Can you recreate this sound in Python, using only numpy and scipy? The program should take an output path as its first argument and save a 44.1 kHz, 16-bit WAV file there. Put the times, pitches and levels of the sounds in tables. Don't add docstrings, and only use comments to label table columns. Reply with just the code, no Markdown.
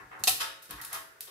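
import sys
import numpy as np
from scipy import signal
from scipy.fft import rfft, irfft
from scipy.io import wavfile

SR = 44100
rng = np.random.default_rng(int(sys.argv[2]) if len(sys.argv) > 2 else 0)


def master(y):
    cut = np.clip(np.atleast_2d(y).T, -1, 1)
    pcm = np.round(cut * 32767)
    wavfile.write(sys.argv[1], SR, pcm.astype(np.int16))


N = 57330


def amp(db):
    return 10 ** (np.asarray(db) / 20)


def unit(x):
    return x / np.sqrt(np.mean(np.sum(x ** 2, axis=-1)))


def on_log(points, hz):
    f, v = np.array(points, float).T
    return np.interp(np.log(np.maximum(hz, 1)), np.log(f), v)


def through(x, response):
    return signal.fftconvolve(np.atleast_2d(x), np.atleast_2d(response), axes=-1)[:, :N]


def colour(x, points, size=2048):
    hz = np.arange(size // 2 + 1) * SR / size
    cepstrum = irfft(np.log(amp(on_log(points, hz))))
    cepstrum[1:size // 2] *= 2
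    cepstrum[size // 2 + 1:] = 0
    return through(x, irfft(np.exp(rfft(cepstrum))))


def swell(at, rise, decay):
    t = np.arange(N) / SR - at
    attack = np.clip(t / max(rise, 1 / SR), 0, 1)
    return attack * np.exp(-np.maximum(t - rise, 0) / decay)


def burst(at, decay, rise=0):
    return rng.standard_normal(N) * swell(at, rise, decay)


CONTACTS_PER_S, CONTACT_SPREAD_DB = 1500, 4


def shower(at, rise, decay):
    present = rng.random((2, N)) < CONTACTS_PER_S / SR
    hits = present * np.sign(rng.standard_normal((2, N)))
    strength = amp(CONTACT_SPREAD_DB * rng.standard_normal((2, N)))
    return hits * strength * swell(at, rise, decay)


def modes(table, at=0, detune=0):
    t = np.maximum(np.arange(N) / SR - at, 0)
    out = np.zeros((2, N))
    for hz, db, t60 in table:
        struck_hz = hz * (1 + detune * rng.standard_normal())
        phase = rng.random() + min(hz / 6000, .5) * rng.random((2, 1))
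        partial = np.sin(2 * np.pi * (struck_hz * t + phase))
        out += amp(db) * partial * np.exp(-np.log(1000) * t / t60) * (t > 0)
    return unit(out)


PORT_SPACING_M = 0.2


def diffuse():
    hz = np.arange(N // 2 + 1) * SR / N
    alike = .97 * np.sinc(2 * hz * PORT_SPACING_M / 343)
    spectra = rfft(rng.standard_normal((2, N)))
    mid, side = irfft(spectra * np.sqrt([1 + alike, 1 - alike]), N)
    return np.array([mid + side, mid - side])


# frequency in Hz, level in dB.
AIR = [(20, -33), (35, -7), (55, -9.5), (130, -5.5), (220, -13), (450, 1), (750, -9), (1500, 1.5),
       (3200, -13), (12500, -18.5), (16000, -22)]
AIR_DB = -60


def outdoor_air():
    return amp(AIR_DB) * np.sqrt(N) * unit(colour(diffuse(), AIR))


# start in seconds, level in dB, rise in seconds,
# decay in seconds, then treble, ring and low body, all in dB.
RATTLES = [(-.02, -20.5, .015, 0.017, -17.5, -1.5, -19), (0.11, -12.5, 0.0057, 0.088, -23.5, -3, -16),
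           (0.396, -5, 0.013, 0.031, 4, -3, -17.5), (0.688, -16.5, 0.017, 0.069, 1, -3, -27),
           (0.766, -17, 0.019, 0.08, -12, -1.5, -43), (0.903, -9, 0.042, 0.031, -2.5, -7, -14),
           (1.266, -28.5, 0.0074, .05, 4, -1, -7.5)]
# frequency in Hz, level in dB.
CLATTER = [(50, -10.5), (200, -17.5), (600, -9.5), (950, 0), (1300, 3), (1850, 2.5), (2400, -6.5),
           (4000, -20), (16000, -49.5)]
SIZZLE = [(200, -72.5), (1800, -5), (3100, 2), (4200, -2), (5100, -3.5), (7000, -9.5), (10500, -7.5),
          (13000, -12), (16000, -32)]
# frequency in Hz, level in dB, time to fall by 60 dB in seconds.
RING = [(762, -9.5, 0.41), (901, -1.5, 0.27), (1096.5, 3.5, 0.21), (1311.7, 2.5, 0.3), (1423, -2, 0.44),
        (1680, -5, 0.51), (1766, -5.5, 0.36)]
HIGH_RING = [(2460, 6, 0.3), (2868, -2, 0.53), (3093, -4.5, 0.29), (3560, 3, 0.2), (3779, 0, 0.5),
             (5010, -1, 0.32), (5090, -2, .17), (5110, 1, .17)]
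CURTAIN = [(124, -9.5, 0.14), (305.6, -4, 0.45), (349, -6.5, 0.19), (401.5, -5.5, 0.23), (440, -6.5, 0.48),
           (548.5, -3.5, .5), (655, 0.5, 0.7)]
HIGH_RING_DB = -7.5


def rattles():
    out = np.zeros((2, N))
    for at, db, rise, decay, treble_db, ring_db, body_db in RATTLES:
        contacts = shower(at, rise, decay)
        low_ring = unit(through(contacts, modes(RING)))
        middle = unit(colour(contacts, CLATTER)) + amp(ring_db) * low_ring
        high_ring = unit(through(contacts, modes(HIGH_RING)))
        treble = unit(colour(contacts, SIZZLE)) + amp(ring_db + HIGH_RING_DB) * high_ring
        body = unit(through(contacts[0], modes(CURTAIN)))
        out += amp(db) * (middle + amp(treble_db) * treble + amp(body_db) * body)
    return out


# start in seconds, level in dB, rise in seconds,
# decay in seconds.
THUDS = [(-.01, -25.5, 0.012, 0.077), (.185, -22, 0.021, 0.038), (0.286, -21.5, 0.012, 0.083),
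         (0.686, -18.5, 0.014, 0.049), (.83, -41, 0.014, 0.1)]
# frequency in Hz, level in dB.
THUD = [(25, -31), (40, -2), (55, -5), (85, -4.5), (140, 3), (210, -10), (325, 2), (500, -14),
        (1500, -58.5), (16000, -70)]


def thuds():
    return sum(amp(db) * unit(colour(burst(at, decay, rise), THUD)) for at, db, rise, decay in THUDS)


# band centre in Hz, time to fall by 60 dB in seconds.
PORCH_T60 = [(150, .7), (530, 0.48), (1400, 0.57), (3700, 0.43), (9700, 0.37), (15000, 0.41)]
PORCH_DB, PORCH_GAP_S, PORCH_BUILD_S = -2.5, 0.001, 0.0064
NEAR_DB, NEAR_GAP_S, NEAR_DECAY_S = -2.5, .0015, 0.0032


def porch(x):
    t = np.arange(N) / SR
    hz = np.arange(N // 2 + 1) * SR / N
    noise = rfft(diffuse())
    tail = 0
    for centre, t60 in PORCH_T60:
        band = on_log([(f, f == centre) for f, _ in PORCH_T60], hz)
        tail = tail + irfft(noise * band, N) * np.exp(-np.log(1000) * t / t60)
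    tail = unit(tail * np.clip((t - PORCH_GAP_S) / PORCH_BUILD_S, 0, 1))
    near = unit(diffuse() * swell(NEAR_GAP_S, 0, NEAR_DECAY_S))
    return through(x, amp(NEAR_DB) * near + amp(PORCH_DB) * tail)


# start in seconds, level in dB, ping in Hz, plain crack in dB,
# decay in seconds, chatter in dB.
TICKS = [(0.193, -39, 11300, 1.5, 0.0067, 10), (0.623, -28, 12800, -5, 0.017, 6),
         (0.7086, -16, 12700, -7.5, 0.00081, -13), (0.7098, -31, 13000, 6, .0007, -12),
         (0.8144, -19.5, 11900, -21, 0.00028, 4.5), (0.8485, -19.5, 10400, 2, 0.0025, 2),
         (0.9297, -12, 11200, -11, 0.0033, 0), (0.943, -17, 11300, -3, 0.013, -17),
         (1.2073, -14, 11260, -12.5, 0.00054, -2)]
# frequency in Hz, level in dB.
CRACK = [(60, -28), (300, -10.5), (800, -12), (2000, -6.5), (4000, 2.5), (7000, 1), (10500, 6),
         (13000, 3.5), (16000, -6)]
PING_WIDTH_HZ, TICK_CHATTER_S = 1630, 0.042


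def ticks():
    out = np.zeros((2, N))
    t = np.arange(N) / SR
    for at, db, hz, crack_db, decay, chatter_db in TICKS:
        resonance = np.sin(2 * np.pi * hz * t) * np.exp(-np.pi * PING_WIDTH_HZ * t)
        ping = unit(through(burst(at, decay), resonance))
        crack = unit(colour(burst(at, decay), CRACK))
        chatter = unit(colour(shower(at, 0, TICK_CHATTER_S), CRACK))
        out += amp(db) * (ping + amp(crack_db) * crack + amp(chatter_db) * chatter)
    return out


PORT_LAG_S = .000022


def off_centre(x):
    hz = np.arange(N // 2 + 1) * SR / N
    lags = np.array([[0], [PORT_LAG_S]])
    return irfft(rfft(x) * np.exp(-2j * np.pi * hz * lags), N)


# start in seconds, crack in dB, ring of the rails in dB,
# low ring of the frame in dB, chatter in dB, centre of the rail ring in Hz.
CLACKS = [(0.2377, -2, -5.5, -18, -6.5, 4130), (0.273, -2, -2.5, -13.5, 0.5, 3000),
          (0.2775, 1.5, 1, -3.5, -4.5, 2500), (0.2814, -2, -0.5, -7, -3, 2550),
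          (.2856, -3, -15, -15.5, -4, 3000), (0.2935, -1.5, -8, -18, -6, 10500)]
# frequency in Hz, level in dB, time to fall by 60 dB in seconds.
RAILS = [(1890, -7.5, 0.028), (2470, -5, 0.037), (2747, 1, 0.027), (3624, 4.5, 0.017), (3894, 0.5, 0.037),
         (4131, 0, 0.046), (4350, 2.5, 0.048), (4885, -2, 0.058), (5640, -4, 0.025), (6170, 5, 0.027),
         (7610, 1, 0.033), (9290, 5.5, 0.077), (9940, -1, 0.02), (11900, 3, 0.036)]
CRACK_S, CHATTER_S = 0.00037, 0.026
RAIL_DETUNE = 0.0091
RAIL_FALL_DB_PER_OCTAVE = 6
CLACK_RING_DB = -19


def clacks():
    out = np.zeros((2, N))
    for at, crack_db, rail_db, _, chatter_db, centre_hz in CLACKS:
        rails = []
        for hz, db, t60 in RAILS:
            octaves_away = abs(np.log2(hz / centre_hz))
            rails.append((hz, db - RAIL_FALL_DB_PER_OCTAVE * octaves_away, t60))
        crack = off_centre(unit(colour(burst(at, CRACK_S), CRACK)))
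        chatter = unit(colour(shower(at, 0, CHATTER_S), CRACK))
        ring = modes(rails, at, RAIL_DETUNE) + amp(CLACK_RING_DB) * modes(RING, at)
        out += amp(crack_db) * crack + amp(chatter_db) * chatter + amp(rail_db) * ring
    return out


# frequency in Hz, level in dB, time to fall by 60 dB in seconds.
FRAME = [(560, -12, 0.036), (765, 4, 0.069), (789, -3.5, .04), (1032, -3.5, 0.035)]
FRAME_DETUNE = .004


def frame():
    return sum(amp(db) * modes(FRAME, at, FRAME_DETUNE) for at, _, _, db, _, _ in CLACKS)


# time of its height in seconds, level in dB,
# half-width in seconds, frequency in Hz.
BOOM = (.75, -22, .028, 53)


def boom():
    at, db, half_width, hz = BOOM
    t = np.arange(N) / SR
    tone = np.sin(2 * np.pi * (hz * t + rng.random()))
    return amp(db) * unit(tone * np.exp(-((t - at) / half_width) ** 2))


# start in seconds, level in dB, rise in seconds,
# decay in seconds, frequency in Hz, width in Hz.
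SQUEAK = (.778, -20, .025, .007, 1895, 70)


def squeak():
    at, db, rise, decay, hz, width_hz = SQUEAK
    t60 = np.log(1000) / np.pi / width_hz
    return amp(db) * unit(through(shower(at, rise, decay), modes([(hz, 0, t60)])))


FRAME_ROOM_DB, THUD_ROOM_DB = -5, -4


def scene():
    air = outdoor_air()
    metal = rattles() + ticks() + clacks() + squeak()
    knock = frame()
    low = thuds()
    to_walls = metal + amp(FRAME_ROOM_DB) * knock + amp(THUD_ROOM_DB) * low
    return metal + knock + low + boom() + porch(to_walls) + air


TOP_HZ = 15600


def record(dry):
    rumble_cut = signal.butter(4, 40, "high", fs=SR, output="sos")
    top_cut = signal.ellip(10, .2, 70, TOP_HZ, fs=SR, output="sos")
    return signal.sosfilt(top_cut, signal.sosfilt(rumble_cut, dry))


dry = scene()
out = record(dry)
master(out)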